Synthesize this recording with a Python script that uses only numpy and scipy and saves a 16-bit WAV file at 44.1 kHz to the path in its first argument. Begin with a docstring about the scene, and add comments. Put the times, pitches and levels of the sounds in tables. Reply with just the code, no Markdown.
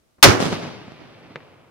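"""Carbide cannon on an open field

The crack of the muzzle blast overloads the recorder, and the boom of the barrel swells just behind it.
Trees scatter both into a long roll, while single trunks and fences reflect a few distinct slaps.
Over a second later, distant house fronts return one clear echo."""
import sys
import numpy as np
from scipy import signal
from scipy.fft import rfft, irfft
from scipy.io import wavfile

SR = 44100
rng = np.random.default_rng(int(sys.argv[2]) if len(sys.argv) > 2 else 0)


def dump_mix(stems):
    """Bounce the given channels to the path in sys.argv[1] as a 16-bit WAV at rate SR."""
    frames = np.atleast_2d(stems).T  # one column per channel
    limited = np.clip(frames, -1, 1)  # hard clip at full scale
    pcm = np.round(limited * 32767).astype(np.int16)
    wavfile.write(sys.argv[1], SR, pcm)


N = 74970
FIRE_S, BLAST_RISE_S = 0.2268, 0.004

# octave bands of the muzzle blast (frequency [Hz], level [dB], T60 [s])
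CRACK_BANDS = [(31, -39, 0.24), (63, -41, 0.2), (125, -32, 0.1), (250, -21.5, 0.1), (516, -7, 0.1),
               (986, 3.5, 0.07), (2050, 6.5, 0.066), (4020, 8, 0.05), (7800, 2.5, 0.05),
               (15100, -14.5, 0.05)]
def crack(hold_s=0.009):
    """Blast wave: gas expanding suddenly from the muzzle radiates a brief broadband burst."""
    gas = noise(coherence=0.15)
    bands = sum(undb(db) * octave(gas, hz) * fade(FIRE_S + hold_s, t60) for hz, db, t60 in CRACK_BANDS)
    return rise(FIRE_S, BLAST_RISE_S) * bands


# octave bands of the outflow (frequency [Hz], level [dB], peak after the shot [s], half width [s])
BOOM_BANDS = [(31, -39.5, 0.045, 0.025), (63, -26, 0.045, 0.014), (119.6, -11, 0.064, 0.012),
              (250, -17, 0.035, 0.024), (470, -10, 0.028, 0.015)]
def boom():
    """Volume source: the barrel empties in one swell, whose pitch sinks as the lows peak later."""
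    gas, age, out = noise(coherence=0.25), since(FIRE_S), 0
    for hz, db, peak_s, width_s in BOOM_BANDS:
        swell = np.exp(-0.5 * ((age - peak_s) / width_s) ** 2) * rise(FIRE_S, BLAST_RISE_S)
        band = octave(gas, hz) * swell
        out += undb(db) * band * np.sqrt(np.mean(swell ** 2) / np.mean(band ** 2))
    return out


# modes of the air in the barrel (frequency [Hz], level [dB], T60 [s])
BARREL_MODES = [(104.6, -15.5, 0.3), (144.7, -16.5, 0.27), (278, -24.5, 0.2), (352.3, -16, 0.25),
                (371.8, -20.5, 0.56)]
def barrel(swell_s=0.05):
    """Air-column resonance: damped modes build up with the boom and die quickly."""
    modes = 0
    for hz, db, t60 in BARREL_MODES:
        cycles = hz * since(FIRE_S) + rng.random()
        modes += undb(db) * np.sin(2 * np.pi * cycles) * fade(FIRE_S + swell_s, t60)
    return rise(FIRE_S, swell_s) ** 2 * modes


# octave bands of the scatter from nearby ground and trees (frequency [Hz], level [dB], T60 [s])
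TREE_BANDS = [(31, -61, 0.6), (61.6, -44, 0.67), (132, -22.5, 0.9), (269.7, -12, 0.67), (500, -14.5, 0.75),
              (1050, -9.5, 0.48), (2010, -9.5, 0.39), (4300, -8, 0.3), (7650, -17.5, 0.3),
              (15000, -29, 0.3)]
def trees(rise_s=0.033):
    """Multiple scattering: trunks and branches spread the shot into a roll that dulls as it fades."""
    arrivals = noise(coherence=0.1, grain_db=2)
    bands = sum(undb(db) * octave(arrivals, hz) * fade(FIRE_S, t60) for hz, db, t60 in TREE_BANDS)
    return rise(FIRE_S, rise_s) * bands


# reflections from trunks and fences (time [s], level [dB], left minus right [dB])
SLAP_ARRIVALS = [(0.3998, -23, 25), (0.4035, -21, 45.5), (0.4265, -7, -15.5), (0.456, -10, -19),
                 (0.463, -11, -13), (0.522, -15.5, -7), (0.527, -6.5, 5), (0.676, -20.5, 1),
                 (0.88, -25.5, 0), (0.92, -28.5, -14)]
# spectrum of a slap (frequency [Hz], relative level [dB])
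SLAP_SPECTRUM = [(30, -23), (70, -11), (150, 7.5), (400, 1), (1000, -6.5), (4000, -19.5), (8000, -25),
                 (15000, -67)]
def slaps(cutoff_hz=3000, dulling_s=1):
    """Early reflections: single surfaces return the shot, and air absorption dulls the later ones."""
    bright = reflections(SLAP_ARRIVALS, SLAP_SPECTRUM, scatter_db=-0.5, t60=0.057, coherence=0.3)
    dull = signal.filtfilt(*signal.butter(1, cutoff_hz, fs=SR), bright)
    return bright + rise(FIRE_S, dulling_s) * (dull - bright)


# reflections from distant house fronts (time [s], level [dB], left minus right [dB])
ECHO_ARRIVALS = [(1.3583, -13, 3), (1.4047, -32, 7), (1.4298, -35.5, 1)]
# spectrum of an echo, its treble absorbed by the air (frequency [Hz], relative level [dB])
ECHO_SPECTRUM = [(30, -19), (65, -3), (140, 13.5), (280, 4.5), (500, 8.5), (800, -1), (1300, 5),
                 (2200, 5.5), (4000, -10), (6600, -30.5), (11000, -54.5)]
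def house_echoes():
    """Specular reflection: flat house fronts return one strong echo and two faint ones."""
    return reflections(ECHO_ARRIVALS, ECHO_SPECTRUM, scatter_db=-2.5, t60=0.035, coherence=0.88)


def echo_ring(hz=460, width_hz=260, db=-36, rise_s=0.014, t60=0.11):
    """Damped resonance: a hollow band of noise hangs on briefly after the strongest echo."""
    start = ECHO_ARRIVALS[0][0]
    tone = resonance(resonance(noise(coherence=1), hz, width_hz), hz, width_hz)
    return undb(db) * tone / tone.std() * rise(start, rise_s) * fade(start, t60)


# returns from groves (time [s], relative level [dB], T60 [s], left minus right [dB], coherence [0-1])
GROVE_ARRIVALS = [(0.387, -0.5, 1, 0, 0.24), (0.507, -4.5, 0.23, 0, 1), (0.599, -9.5, 1.0, 2, 0.56),
                  (0.975, -21, 0.62, -9, 0.24), (1.21, -23.5, 0.33, -3, 0.5), (1.284, -18, 0.27, -2, 0.94)]
# octave bands of those returns (frequency [Hz], relative level [dB], loss [dB/s])
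GROVE_BANDS = [(30.54, -69.5, 0), (62.9, -41, 54), (134, -25.5, 4), (265, -25, 5.5), (513, -25.5, 9.5),
               (1015, -27.5, 12.5), (2025, -30, 9.5), (3880, -28, 18), (7410, -33.5, 52), (15600, -49, 56)]
def groves(gain_db=-13.5, rise_s=0.031):
    """Backscatter: each stand of trees returns a broad swell, duller the longer its path."""
    arrivals = 0
    for start, db, t60, pan_db, coherence in GROVE_ARRIVALS:
        swell = rise(start, rise_s) * fade(start + rise_s, t60)
        arrivals += undb(db) * pan(pan_db) * noise(coherence, grain_db=2) * swell
    travel_s = since(GROVE_ARRIVALS[0][0])
    bands = sum(undb(db - loss * travel_s) * octave(arrivals, hz) for hz, db, loss in GROVE_BANDS)
    return undb(gain_db) * bands


# octave bands of the scatter from the field's far edge (frequency [Hz], level [dB], loss [dB/s])
FAR_BANDS = [(31.83, -82, 5), (63, -62.5, 7.5), (125, -53.5, 1.5), (250, -50, 4.5), (500, -52.5, 0.5),
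             (980, -52, 3), (2060, -48.5, 7), (3721, -48, 13), (8000, -62, 17.5), (15000, -92.5, 10.5)]
def far_edge(rise_s=0.36, fade_from_s=1.417, t60=3.5):
    """Reverberation: a rumble holds and dulls while the wave sweeps the field's rim, then fades."""
    arrivals = noise(coherence=0.53, grain_db=2)
    bands = sum(undb(db - loss * since(FIRE_S)) * octave(arrivals, hz) for hz, db, loss in FAR_BANDS)
    return rise(FIRE_S, rise_s) * fade(fade_from_s, t60) * bands


def ignition(start=0.182, db=-49.5, rise_s=0.0029, t60=0.15):
    """Combustion noise: the gas catches with a faint puff just before the shot."""
    spectrum = [(40, -9.5), (300, -4), (1200, -12.5), (4000, -43), (15000, -60)]
    puff = colour(noise(coherence=0.44), spectrum)
    return undb(db) * puff / puff.std() * rise(start, rise_s) * fade(start, t60)


# octave bands of quiet open air (frequency [Hz], level [dB])
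AIR_BANDS = [(31, -87), (63, -74.5), (125, -73.5), (250, -72), (500, -71.5), (1000, -75), (2000, -77),
             (4000, -76.5), (8000, -77), (15000, -80.5)]
def air():
    """Ambient noise: the faint, steady background is almost incoherent between left and right."""
    ambient = noise(coherence=0.051)
    return sum(undb(db) * octave(ambient, hz) for hz, db in AIR_BANDS)


def reflections(arrivals, spectrum, scatter_db, t60, coherence):
    """Specular and diffuse reflection: each surface returns a sharp pulse and a short trail."""
    out = np.zeros((2, N))
    for start, db, pan_db in arrivals:
        response = noise(coherence) * (since(start) > 0) * fade(start, t60)
        response *= undb(scatter_db) / np.sqrt(np.sum(response ** 2) / 2)
        response[:, int(start * SR)] += pan(pan_db)[:, 0]  # the specular pulse
        out += undb(db) * response
    return colour(out, spectrum)


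def noise(coherence, grain_db=0):
    """Random superposition: countless small arrivals form stereo noise; grain makes them uneven."""
    mid, side = rng.standard_normal((2, N))
    sizes = undb(grain_db * np.repeat(rng.standard_normal(N // 16 + 1), 16)[:N])
    stereo = np.sqrt(1 + coherence) * mid + np.sqrt(1 - coherence) * np.array([side, -side])
    return sizes * stereo / np.sqrt(2)


def octave(x, hz):
    """Band filtering: one octave with soft skirts, at rms 1."""
    octaves_away = np.log2(np.maximum(np.fft.rfftfreq(N, 1 / SR), 1) / hz)
    band = irfft(rfft(x) * np.cos(np.pi / 2 * np.clip(octaves_away, -1, 1)) ** 2, N)
    return band / np.sqrt(np.mean(band ** 2))


def colour(x, spectrum, size=4096):
    """Minimum-phase filtering through (frequency [Hz], level [dB]); a unit impulse peaks at 1."""
    hz, db = np.array(spectrum).T
    gain_db = np.interp(np.log(np.fft.rfftfreq(size, 1 / SR) + 1), np.log(hz), db)
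    cepstrum = irfft(np.log(undb(gain_db)))
    cepstrum[1:size // 2] *= 2  # folding the cepstrum makes the filter causal
    cepstrum[size // 2 + 1:] = 0
    response = irfft(np.exp(rfft(cepstrum)))
    return signal.fftconvolve(x, response[None] / np.abs(response).max())[:, :N]


def resonance(x, hz, width_hz):
    """Second-order resonator with gain 1 at its centre."""
    return signal.lfilter(*signal.iirpeak(hz, hz / width_hz, fs=SR), x)


def undb(db):
    """Amplitude ratio of a level in decibels."""
    return 10 ** (np.asarray(db) / 20)


def pan(db):
    """Left and right gains for a level difference."""
    return undb(np.array([[db], [-db]]) / 2)


def since(start):
    """Seconds since a moment, zero before it."""
    return np.maximum(np.arange(N) / SR - start, 0)


def rise(start, length_s):
    """Linear onset from silence to full level."""
    return np.minimum(since(start) / length_s, 1)


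def fade(start, t60):
    """Exponential decay: full level until the start, then 60 dB down every t60 seconds."""
    return np.exp(-np.log(1000) * since(start) / t60)


def scene(near_pan_db=-3, left_lag_s=0.00007):
    """Superposition: the shot and its returns add, with the barrel and near trees to the right."""
    echoes = house_echoes()
    near = (boom() + barrel() + trees()) * pan(near_pan_db)
    left, right = ignition() + near + groves() + slaps() + far_edge()
    lagged = np.array([np.roll(left, int(left_lag_s * SR)), right])
    return lagged + crack() + echoes + echo_ring() + air()


def record(dry, presence_db=-12.5, knee=8, top_hz=15700):
    """Saturation: the microphone lifts the treble; the recorder flattens peaks and cuts the top."""
    bright = dry + undb(presence_db) * resonance(dry, hz=6265, width_hz=990)
    clipped = bright / (3.5 + np.abs(bright) ** knee) ** (1 / knee)
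    return signal.sosfilt(signal.ellip(8, 0.2, 70, top_hz, fs=SR, output="sos"), clipped)


dry = scene()
out = record(dry)
dump_mix(out)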